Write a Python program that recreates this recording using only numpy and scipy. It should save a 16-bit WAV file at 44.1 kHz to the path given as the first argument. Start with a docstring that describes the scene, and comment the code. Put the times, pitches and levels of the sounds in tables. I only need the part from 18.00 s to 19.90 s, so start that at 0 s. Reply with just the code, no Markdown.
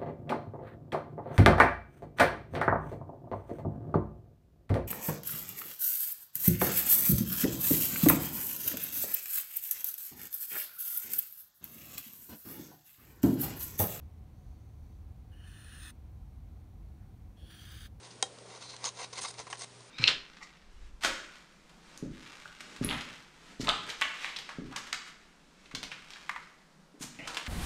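"""Twine drags over a small card box in short grainy strokes as fingers tie it, close to the microphone.
Tiny slips of its fibres make the rasp; it sings when pulled tight and ticks when it catches.
The box gives one sharp click, takes a fingertip tap and nudges the craft table twice.
A small room adds a short echo, and a steady hiss and a low mains hum lie behind."""
import sys
import numpy as np
from scipy import signal
from scipy.io import wavfile
from scipy.ndimage import uniform_filter1d

SR = 44100
rng = np.random.default_rng(int(sys.argv[2]) if len(sys.argv) > 2 else 0)


def waveform_to_disk(signal):
    """Save audio, clipped to [-1, 1], as 16-bit WAV at the path in sys.argv[1]."""
    frames = np.transpose(np.atleast_2d(signal))
    scaled = np.clip(frames, -1, 1) * 32767
    samples = np.round(scaled).astype(np.int16)
    wavfile.write(sys.argv[1], SR, samples)


N = 83790

# Tone of rasping fibres: f/Hz, relative level/dB
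RASP_TONE = [(150, -36), (700, -7.5), (2000, -8), (3000, -1), (4200, 1.5), (5300, 1.5), (6400, 2),
             (8500, -6.5), (10500, -18.5)]
# Tone of the hollow box: f/Hz, relative level/dB
BOX_TONE = [(80, -23), (300, -14.5), (400, -2), (520, 0.5), (600, -2.5), (740, 0), (1120, 4), (1550, -8),
            (2100, -5), (3200, -16.5), (6000, -25)]


def amp(db):
    """Turns decibels into a factor to multiply by."""
    return 10 ** (np.asarray(db) / 20)


def unit_power(x):
    """Scales a sound so that its squares average 1."""
    return x / np.sqrt(np.mean(x ** 2) + 1e-20)


def unit_energy(x):
    """Scales a sound so that its squares add up to 1."""
    return x / (np.linalg.norm(x) + 1e-20)


def add(mix, start_s, sound):
    """Mixes a sound in at a given time."""
    part = mix[max(round(start_s * SR), 0):][:len(sound)]
    part += sound[:len(part)]


def colour(x, tone):
    """Gives a sound the listed tone; white noise keeps its power."""
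    hz, db = np.transpose(tone)
    f = abs(np.fft.fftfreq(4096, 1 / SR))
    log_gain = np.log(amp(np.interp(np.log(f + 1), np.log(hz), db)))
    response = np.exp(np.conj(signal.hilbert(log_gain)))  # rings after a hit, never before it
    taps = np.fft.ifft(response).real[:len(f) // 2]
    return signal.fftconvolve(x, unit_energy(taps))[:len(x)]


def burst(fade_s):
    """A puff of noise that falls by 60 dB in fade_s seconds."""
    t = np.arange(SR // 2) / SR
    return unit_energy(rng.choice([-1., 1.], len(t)) * np.exp(-np.log(1000) * t / fade_s))


def swell(start, rise, hold, fall):
    """The loudness of one movement: it rises, holds and falls."""
    t = np.arange(N) / SR - start
    return np.clip(t / rise, 0, 1) * np.clip(1 - (t - rise - hold) / fall, 0, 1)


def ringing(notes):
    """A struck card wall rings with several fading notes at once."""
    t = np.arange(SR // 2) / SR
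    return sum(amp(db) * np.exp(-np.log(1000) * t / fade_s) * np.sin(2 * np.pi * hz * t) * (-1) ** k
               for k, (hz, db, fade_s) in enumerate(notes))


def cut_bass(x, cutoff_hz=210):
    """Light card gives off little bass."""
    return signal.lfilter(*signal.butter(2, cutoff_hz, "high", fs=SR), x)


def hiss_and_hum():
    """A steady hiss and the low hum of mains power."""
    # Tone of the hiss: f/Hz, relative level/dB
    hiss_tone = [(20, -20), (45, -11.5), (80, -3.5), (150, -0.5), (300, -2), (410, 0.5), (560, -1.5),
                 (750, -3), (1050, -3.5), (1600, -7.5), (3000, -9), (4500, -8), (6500, -10), (9000, -9),
                 (10500, -22.5)]
    # Notes of the hum: f/Hz, level/dB
    hum_notes = [(120.2, -62.5), (184, -74.5), (403, -71)]
    t = np.arange(N) / SR
    hum = sum(amp(db) * np.sqrt(2) * np.sin(2 * np.pi * (hz * t + rng.random())) for hz, db in hum_notes)
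    return hum + amp(-55.5) * unit_power(colour(rng.standard_normal(N), hiss_tone))


def table_bumps():
    """The box nudges the table top, which thuds dully."""
    # Nudges: start/s, rise/s, hold/s, fall/s, level/dB
    nudges = [(0.227, .004, .01, .02, -65), (1.38, 0.012, .015, .025, -65)]
    # Tone of a thud: f/Hz, relative level/dB
    thud_tone = [(20, -25), (45, -3), (75, -1), (150, -4), (400, -43), (2000, -80)]
    loudness = sum(amp(db) * swell(*timing) for *timing, db in nudges)
    return loudness * unit_power(colour(rng.standard_normal(N), thud_tone))


def fingertip_tap(start_s=1.5288):
    """A fingertip knocks on the box, which rings soft and hollow."""
    # Notes of the tapped wall: f/Hz, level/dB, time to fade by 60 dB/s
    wall_notes = [(496, -45, 0.061), (840, -40.5, .05), (1070, -36, 0.036), (1670, -37.5, 0.022),
                  (1880, -35.5, 0.024), (2800, -30.5, 0.011), (3100, -33, 0.019)]
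    out = np.zeros(N)
    add(out, start_s, ringing(wall_notes))
    return cut_bass(out)


def box_click(start_s=0.2266):
    """Two hard contacts in quick succession crackle briefly and set the box ringing."""
    # Contacts within the click: delay/s, relative level/dB
    contacts = [(0, -7), (.0008, -13)]
    # Tone of the crack: f/Hz, relative level/dB
    crack_tone = [(100, -24.5), (300, -1.5), (800, 6.5), (1600, -2), (2800, -2.5), (4000, 12.5),
                  (6000, 8.5), (8500, 6.5), (10500, -7)]
    # Notes of the box: f/Hz, relative level/dB, time to fade by 60 dB/s
    box_notes = [(277, -41.5, 0.05), (382, -39.5, 0.032), (508, -39, 0.074), (640, -37.5, 0.029),
                 (782, -26, 0.044), (1020, -33.5, 0.038), (1085, -39.5, 0.043), (1363, -40, 0.052),
                 (1857, -34, 0.033), (2150, -36, 0.037), (3220, -29, 0.047), (3780, -24.5, 0.02),
                 (4030, -23, 0.0064), (6100, -26, 0.017)]
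    crack, ring = np.zeros(N), np.zeros(N)
    for delay, db in contacts:
        add(crack, start_s + delay, amp([db + 5.5]))
    add(crack, start_s, amp(-3.5) * burst(fade_s=0.013))
    add(ring, start_s, amp(1) * ringing(box_notes))
    return cut_bass(colour(crack, crack_tone) + ring)


def fibre_slips(slips_per_s=5000, spread_db=3.5):
    """Fibres make tiny slips of uneven size, each ringing briefly in the card."""
    size = amp(spread_db * np.minimum(rng.exponential(1, N), 4))
    slips = size * rng.choice([-1., 1.], N) * (rng.random(N) < slips_per_s / SR)
    card_ring = signal.fftconvolve(slips, burst(fade_s=0.029))[:N]
    return unit_power(slips + amp(2) * card_ring)


def twine_singing():
    """Under a pull, the twine or the card wall sings, and early on a long hollow rub hums low: the slips crowd
    round one pitch."""
    # Pulls, and first a long hollow rub: start/s, rise/s, hold/s, fall/s, f/Hz, filter width/Hz, level/dB
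    pulls = [(0.077, 0.16, .25, 0.18, 438, 200, -57.5), (0.607, 0.042, 0.063, 0.089, 4120, 910, -52.5),
             (0.845, 0.0045, 0.033, .006, 6380, 600, -40), (0.838, 0.0095, .02, 0.036, 1070, 107, -41.5),
             (1.232, 0.017, 0.0063, 0.011, 1150, 320, -42), (1.236, 0.016, 0.031, .025, 4730, 900, -50)]
    out = np.zeros(N)
    for *timing, hz, width, db in pulls:
        peak = signal.iirpeak(hz, hz / width, SR)
        singing = signal.lfilter(*peak, signal.lfilter(*peak, fibre_slips()))
        out += amp(db) * swell(*timing) * unit_power(singing)
    return out


def twine_ticks(crumble=0.8):
    """Twine catches and slips free: a clean snap and a crumble of fibres knock the box."""
    # Catches: t/s, relative snap level/dB, relative box level/dB
    catches = [(0.3867, -48, -49), (0.5765, -48.5, -52), (0.7652, -41, -63), (0.8422, -29.5, -39),
               (0.8503, -35, -48), (0.8551, -31, -50), (0.8588, -32, -39.5), (0.8689, -35, -43),
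               (0.89, -40, -53), (0.979, -48.5, -54), (1.1885, -35.5, -47), (1.3417, -50, -59),
               (1.3921, -37, -54), (1.399, -49, -39), (1.469, -52, -43), (1.5280, -39.5, -37.5),
               (1.5345, -58, -37.5), (1.5555, -48, -52), (1.5725, -46.5, -60), (1.6205, -39, -41.5),
               (1.807, -55, -58)]
    snap, knock = np.zeros(N), np.zeros(N)
    for start_s, snap_db, box_db in catches:
        tick = crumble * burst(fade_s=0.015)
        tick[0] += np.sqrt(1 - crumble ** 2)  # the clean snap
        add(snap, start_s, 10 * amp(snap_db) * tick)
        add(knock, start_s, 10 * amp(box_db) * tick)
    return colour(snap, RASP_TONE) + colour(knock, BOX_TONE)


def twine_strokes(judder_db=2, judder_s=0.0062):
    """Twine and fingers slide on card; one shaky grip drives the rasp, hollow box sound and fine fizz."""
    # Strokes: start/s, rise/s, hold/s, fall/s, rasp level/dB, box level/dB, fizz level/dB
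    strokes = [ (0.023, 0.017, 0.014, 0.037, -52, -57, -64), (0.099, 0.012, 0.0081, 0.013, -53.5, -65, -81),
               (0.423, .09, 0.045, 0.049, -55, -55.5, -75), (0.592, 0.025, 0.018, 0.068, -50, -55, -66),
               (0.677, 0.028, 0.0066, .015, -45.5, -55, -64), (0.721, 0.014, 0.0075, .03, -52, -54.5, -74),
               (0.779, 0.048, 0.012, 0.011, -52, -50.5, -60),
               (0.837, .016, 0.022, 0.036, -40.5, -47.5, -55), (0.939, 0.013, 0.027, .03, -55, -60.5, -71),
               (0.974, 0.027, 0.015, .015, -43, -43.5, -51), (1.006, 0.014, 0.015, 0.015, -41.5, -45, -73),
               (1.032, .012, .004, 0.027, -48.5, -51.5, -75), (1.126, 0.006, 0.005, 0.011, -43, -47, -53),
               (1.136, 0.038, .02, 0.015, -43, -45.5, -50.5), (1.205, 0.012, 0.013, .02, -42, -58, -40),
               (1.231, 0.018, 0.0081, 0.018, -40, -42.5, -47), (1.26, 0.013, 0.035, 0.0098, -49, -56, -48),
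               (1.33, 0.0085, 0.011, 0.018, -55, -56, -64), (1.371, 0.02, .012, 0.033, -45, -47, -54.5),
               (1.465, 0.0084, .005, 0.012, -57.5, -52.5, -68),
               (1.5, .002, 0.0087, 0.016, -47.5, -50, -47.5),
               (1.522, 0.0045, 0.01, 0.029, -51.5, -49.5, -53),
               (1.566, 0.035, .005, .02, -50.5, -58, -48.5),
               (1.604, 0.0079, 0.013, 0.0069, -43.5, -48.5, -46.5),
               (1.624, 0.0094, 0.011, 0.0053, -46.5, -49.5, -48.5)]
    # Tone of the fizz: f/Hz, relative level/dB
    fizz_tone = [(1000, -5.5), (4000, -10), (6500, 2.5), (8700, 5), (10500, -7.5)]
    wobble = unit_power(uniform_filter1d(rng.standard_normal(N), int(judder_s * SR)))
    judder = unit_power(amp(judder_db * wobble))
    powers = sum(np.outer(amp(levels_db), swell(start, rise, hold, fall)) ** 2
                 for start, rise, hold, fall, *levels_db in strokes)
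    return sum(colour(fibre_slips() * judder * np.sqrt(power), tone)
               for power, tone in zip(powers, (RASP_TONE, BOX_TONE, fizz_tone)))


def scene():
    """The twine and box with the room's short echo, over the hiss and hum."""
    twine = twine_strokes() + twine_singing() + twine_ticks()
    handling = twine + box_click() + fingertip_tap() + table_bumps()
    echo = np.zeros(N)
    add(echo, start_s=0.004, sound=signal.fftconvolve(handling, burst(fade_s=0.15)))
    return (handling + amp(-13.5) * echo + hiss_and_hum())[None]


def record(dry):
    """The microphone loses one narrow band of treble, and the very highest treble is cut off."""
    notch_hz, width_hz, top_hz = 7620, 560, 10650
    notched = signal.lfilter(*signal.iirnotch(notch_hz, notch_hz / width_hz, SR), dry)
    low_pass = signal.firwin(127, top_hz, window=("kaiser", 8), fs=SR)
    return signal.oaconvolve(notched, low_pass[None], "same")


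dry = scene()
out = record(dry)
waveform_to_disk(out)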